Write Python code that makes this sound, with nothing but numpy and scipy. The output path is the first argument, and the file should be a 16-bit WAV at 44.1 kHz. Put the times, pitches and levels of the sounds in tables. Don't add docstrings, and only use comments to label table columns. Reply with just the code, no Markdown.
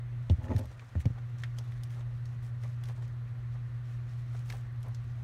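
import sys
import numpy as np
from scipy import signal
from scipy.fft import rfft, irfft, next_fast_len
from scipy.io import wavfile
from scipy.ndimage import uniform_filter1d

SR = 44100
rng = np.random.default_rng(int(sys.argv[2]) if len(sys.argv) > 2 else 0)


def master(y):
    cut = np.clip(np.atleast_2d(y).T, -1, 1)
    pcm = np.round(cut * 32767)
    wavfile.write(sys.argv[1], SR, pcm.astype(np.int16))


N = 230775

# (t/s, level/dB relative to standing free)
CONTACT = [(0, -5.5), (.22, 2), (.27, -7.5), (.68, -11), (.75, -12), (.9, -13.5), (1.13, -5.5), (1.3, -2),
           (5.3, -2)]
# (multiple of the hum pitch, level/dB rms)
HUM_PARTIALS = [(1, -35.5), (2, -65.5), (3, -70.5)]
# (f/Hz, level/dB per Hz, relative)
RUMBLE_COLOUR = [(15, -10), (37, 9.5), (65, 1), (80, 6.5), (92, 3), (105, 14.5), (135, 3), (155, 0),
                 (175, -15.5), (220, -52)]
# (f/Hz, level/dB per Hz, relative)
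FAN_COLOUR = [(150, -32.5), (200, -8.5), (300, -16.5), (430, -19.5), (517, -16.5), (650, -17), (940, -21),
              (1200, -15), (1290, -21), (1380, -15.5), (1600, -19.5), (1860, -16.5), (2200, -23.5),
              (3000, -28.5), (4200, -31), (5000, -37.5), (6200, -39.5), (7200, -45), (10400, -46),
              (13100, -49), (16000, -61)]
# (t/s, nominal level/dB peak, pitch f/Hz, fall away from the pitch/dB per octave)
CRACKLES = [(0.2965, -34, 3400, 19), (.441, -46, 1790, 14), (0.4824, -47, 1750, 17),
            (0.5625, -42, 1780, 2.5), (0.5807, -45, 4930, 3), (0.5874, -52, 6000, -5),
            (.5917, -47, 10000, 4), (0.6547, -55, 5070, 0.5), (.7941, -43.5, 2390, 11.5),
            (.9522, -47, 1800, 20), (1.0027, -43.5, 1820, 8), (1.0548, -42, 2300, 5.5),
            (1.1833, -53.5, 1800, 6), (1.384, -56, 5000, 11), (1.4352, -31.5, 1810, 8.5),
            (1.4434, -51, 2170, 25), (1.585, -40, 4900, 5.5), (1.642, -66, 9000, 5), (1.714, -63, 11000, 6),
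            (1.72, -48, 1950, 8), (1.834, -45, 9900, 2), (2.0077, -52, 2800, 11),
            (2.2548, -45.5, 4440, 12.5), (2.634, -46, 2030, 4), (2.8365, -46, 3370, 3.5),
            (2.855, -49, 4240, 9), (2.8853, -47.5, 1900, 2.5), (2.897, -51, 1800, 5),
            (3.023, -54.5, 1770, 4), (3.078, -57, 5500, 8), (4.3484, -55, 1210, 4), (4.4988, -39, 4370, 18),
            (4.5013, -37.5, 2150, 5), (4.5231, -43, 1730, 2.5), (4.537, -45, 800, 12),
            (4.829, -49.5, 7000, 6), (4.8634, -64, 9000, 2), (4.883, -56, 9000, 9), (4.9462, -45, 5000, 11)]
# (low f/Hz, high f/Hz)
PLASTIC_BANDS = [(1300, 2450), (2700, 3890), (4100, 6420), (8000, 12600)]
# (t/s, hiss level/dB rms)
FUMBLE = [(0, -98), (.3, -72.5), (.75, -68.5), (1.1, -70.5), (1.25, -80), (1.55, -71.5), (1.8, -70),
          (2.08, -79), (2.25, -71.5), (2.5, -83), (2.7, -74.5), (3.0, -75.5), (3.2, -83), (3.75, -79.5),
          (3.95, -77.5), (4.2, -71), (4.7, -77), (5.2, -70.5)]
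# (f/Hz, level/dB per Hz, relative)
RUB_COLOUR = [(1500, -2), (2500, 2.5), (4000, -1.5), (6200, -3), (8000, -9), (10000, -11), (12500, -16),
              (16000, -20.5)]
# (t/s, length/s, hiss level/dB rms, lift of the treble/dB)
STROKES = [(0.297, 0.04, -67, 5), (0.422, 0.046, -63.5, 5), (0.48, 0.17, -66, 1), (0.996, 0.035, -59, 6),
           (1.378, 0.038, -61, -3), (1.416, 0.015, -60, 0), (1.564, 0.034, -66, -1), (1.894, 0.087, -65, 3),
           (1.968, 0.056, -70, 3), (2.421, 0.088, -66, 7), (2.603, 0.15, -70.5, 4), (2.853, 0.088, -67, 6),
           (2.951, .06, -70.5, 0), (3.012, .055, -66.5, -9), (3.522, 0.04, -70.5, -4),
           (3.835, 0.16, -71, 0), (4.07, .1, -72, -5), (4.174, 0.073, -73.5, 4), (4.315, 0.14, -68, 3),
           (4.447, .18, -62, 5.5), (4.815, 0.078, -76, 3)]
# (t/s, nominal level/dB peak, nominal pitch f/Hz, length until damped/s,
# rap of the shell, relative level/dB)
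THUMPS = [(0.303, -16, 88.2, 0.058, -19.5), (0.386, -28, 94, 0.025, -47.5), (0.437, -30.5, 92, 0.034, -56),
          (.495, -27.5, 90, 0.048, -49), (0.551, -20.5, 101, 0.043, -29.5),
          (.59, -30.5, 104.6, 0.064, -37.5), (0.642, -41, 76.7, 0.091, -67), (0.958, -24, 84.3, 0.066, -27),
          (1.059, -17, 114, 0.026, -25), (1.104, -28.5, 116, 0.015, -42)]
# (f/Hz, level/dB relative, t60/s)
SHELL_MODES = [(195, 1, .12), (250, 1, .12), (300, -5, .08), (430, -7, .05), (720, -9, .04),
               (950, -19, .04), (1200, -27, .03), (351, -7, .07), (525, -4, .09), (615, -5, .1),
               (851, -8, .09), (1845, -19, .05)]
# (t/s, level/dB rms)
DRAG = [(.37, -68), (.412, -49), (.46, -46.5), (.478, -44), (.51, -34.5), (.535, -40.5), (.56, -44.5),
        (.6, -47), (.66, -51), (.7, -68)]
# (t/s, length/s, level/dB rms)
BUMPS = [(0.701, 0.033, -56.5), (0.813, 0.031, -55.5), (1.151, 0.062, -57.5), (1.574, .058, -59),
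         (1.954, 0.089, -58.5), (2.632, 0.043, -54.5), (2.812, 0.026, -59), (2.878, 0.05, -54.5),
         (2.97, 0.051, -58.5), (3.019, 0.019, -57), (3.554, 0.022, -58), (4.346, 0.015, -52),
         (4.489, 0.052, -55), (4.534, 0.037, -54.5), (4.836, 0.065, -55)]
# (f/Hz, level/dB)
MIC_TONE = [(10, -21), (30, -7.5), (45, 0.5), (4300, -1.5), (4940, -2.5), (5500, -1), (9400, 0.5),
            (10400, -5.5), (11300, -1.5), (20000, 1)]

HUM_HZ = 120.
RUMBLE_DB, FAN_DB = -46, -60
CRACKLE_T60_S, CRACKLE_RISE_S = 0.024, 0.0018
RING_DB, RING_CYCLES = 1.5, 44
FAINT_PER_S, FAINT_DB, FAINT_SPREAD_DB, FAINT_FALL_DB = 6, 7, 1.5, 6
SWISH_DB = 2.5
BUMP_LO_HZ, BUMP_HI_HZ = 353, 1190
EDGE_HZ = 15800


def gain_of(db):
    return 10 ** (np.asarray(db) / 20)


def evened(x):
    return x / np.sqrt(np.mean(x ** 2) + 1e-20)


def curve(rows, axis=1):
    rows = np.array(rows)
    return np.interp(np.arange(N) / SR, rows[:, 0], rows[:, axis])


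def read(points, hz):
    f, db = np.transpose(points)
    return np.interp(np.log(hz + 1), np.log(f + 1), db)


def add(mix, s, sound):
    part = mix[round(s * SR):][:len(sound)]
    part += sound[:len(part)]


def band(x, lo_hz, hi_hz):
    edges = [lo_hz, min(hi_hz, SR / 2.2)]
    return signal.sosfilt(signal.butter(2, edges, "band", fs=SR, output="sos"), x)


def noise(colour, patchy_db, size=1024):
    frames, hz = 4 * N // size + 5, np.fft.rfftfreq(size, 1 / SR)
    real, imag, patches = rng.standard_normal((frames, len(hz), 3)).T
    patches = uniform_filter1d(patches, 12, 0)
    patches = evened(uniform_filter1d(patches, 10, 1))
    spectra = (real + 1j * imag) * gain_of(read(colour, hz)[:, None] + patchy_db * patches)
    return evened(signal.istft(spectra, nperseg=size, noverlap=3 * size // 4)[1][:N])


def ring(x, damping=1):
    t = np.arange(6000) / SR
    modes = np.zeros(len(t))
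    for hz, db, t60 in SHELL_MODES:
        modes += gain_of(db - 60 * damping * t / t60) * np.sin(2 * np.pi * hz * t)
    return signal.oaconvolve(x, modes / abs(modes).max())[:len(x)]


def swell(length):
    u = np.arange(0, 1, 1 / (length * SR))
    return np.sin(np.pi * u ** 0.72) ** 0.83


def machine():
    t = np.arange(N) / SR
    hum = np.zeros(N)
    for multiple, db in HUM_PARTIALS:
        turns = multiple * HUM_HZ * t + rng.random()
        hum += np.sqrt(2) * gain_of(db) * np.sin(2 * np.pi * turns)
    contact_db = curve(CONTACT)
    rumble = gain_of(RUMBLE_DB + .5 * contact_db) * noise(RUMBLE_COLOUR, 0, size=8192)
    return gain_of(contact_db) * hum + rumble


def fan():
    return gain_of(FAN_DB) * noise(FAN_COLOUR, 1.0)


def faint_crackles(middles):
    when, size, place = rng.random((round(FAINT_PER_S * N / SR), 3)).T
    db = curve(FUMBLE)[(when * N).astype(int)] + FAINT_DB - FAINT_SPREAD_DB * np.log(size)
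    hz = middles[1] * (middles[-1] / middles[1]) ** place
    return list(zip(when * N / SR, db, hz, np.full(len(when), FAINT_FALL_DB)))


def crackles():
    out, t = np.zeros(N), np.arange(3000) / SR
    middles = np.sqrt(np.prod(PLASTIC_BANDS, axis=1))
    rise = np.minimum(t / CRACKLE_RISE_S, 1)
    tails = [.16, 0.09, 0.15, .07]
    ticks = [band(signal.unit_impulse(len(t), 60), *edges) for edges in PLASTIC_BANDS]
    ticks = [tick / abs(tick).max() for tick in ticks]
    for s, db, hz, fall_db in list(CRACKLES) + faint_crackles(middles):
        ring_level = gain_of(db + RING_DB - 60 * t * hz / RING_CYCLES)
        add(out, s, rise * ring_level * np.sin(2 * np.pi * hz * t))
        levels = gain_of(db - fall_db * abs(np.log2(middles / hz)))
        for level, tick, tail, edges in zip(levels, ticks, tails, PLASTIC_BANDS):
            grain = evened(band(rng.standard_normal(len(t)), *edges))
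            fade = gain_of(-60 * t / CRACKLE_T60_S) + gain_of(-14.5 - 60 * t / tail)
            add(out, s, level * (1.04 * tick + 0.53 * rise * fade * grain))
    return out


def rub():
    flicker = gain_of(2.2 * evened(uniform_filter1d(rng.standard_normal(N), 120)))
    hiss = noise(RUB_COLOUR, 1.5, size=512) * evened(flicker)
    treble = band(hiss, 7500, 19000)
    strokes, lift = np.zeros(N), np.zeros(N)
    for s, length, db, lift_db in STROKES:
        stroke = gain_of(db) * swell(length)
        add(strokes, s, stroke)
        add(lift, s, stroke * (gain_of(lift_db) - 1))
    swish_db = SWISH_DB * evened(uniform_filter1d(rng.standard_normal(N), size=2500))
    fumbling = gain_of(curve(FUMBLE) + swish_db)
    return (fumbling + strokes) * hiss + lift * treble


def thumps():
    out, raps = np.zeros(N), np.zeros(N)
    for s, db, hz, length, rap_db in THUMPS:
        u = np.arange(0, 1, 1 / (length * SR))
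        swing = np.sin(np.pi * u ** .48)
        sag = hz * (1.15 - 0.41 * u)
        turn = 2 * np.pi * np.cumsum(sag) / SR
        rattle = gain_of(-16.5 - 3.2 * u) * np.sin(2.13 * turn)
        rattle += gain_of(-22.0 - 19 * u) * np.sin(3.7 * turn)
        add(out, s, gain_of(db) * swing * (np.sin(turn) + rattle))
        add(raps, s - .004, gain_of(rap_db) * signal.windows.hann(40) / 20)
    return out + ring(raps, damping=1.38)


def drag():
    stutter = gain_of(3.5 * evened(uniform_filter1d(rng.standard_normal(N), 300)))
    slip_size = gain_of(3.0 * np.minimum(rng.exponential(1, N), 4)) * rng.standard_normal(N)
    slips = slip_size * (rng.random(N) < 1500 / SR)
    start, end = DRAG[0][0], DRAG[-1][0]
    moving = np.zeros(N)
    add(moving, start, signal.windows.tukey(round((end - start) * SR), .2))
    scrape = band(ring(slips * stutter), 228, 3900)
    return gain_of(curve(DRAG)) * moving * evened(scrape)


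def bumps():
    level = np.zeros(N)
    for s, length, db in BUMPS:
        add(level, s, gain_of(db) * swell(length))
    return level * evened(band(rng.standard_normal(N), BUMP_LO_HZ, BUMP_HI_HZ))


def scene():
    return (machine() + fan() + crackles() + rub() + thumps() + drag() + bumps())[None]


def record(dry):
    size = next_fast_len(N + SR)
    tone = gain_of(read(MIC_TONE, np.fft.rfftfreq(size, 1 / SR)))
    coloured = irfft(rfft(dry, size) * tone, size)[:, :N]
    band_limit = signal.firwin(511, EDGE_HZ, window=("kaiser", 9), fs=SR)
    return signal.oaconvolve(coloured, band_limit[None], "same")


dry = scene()
out = record(dry)
master(out)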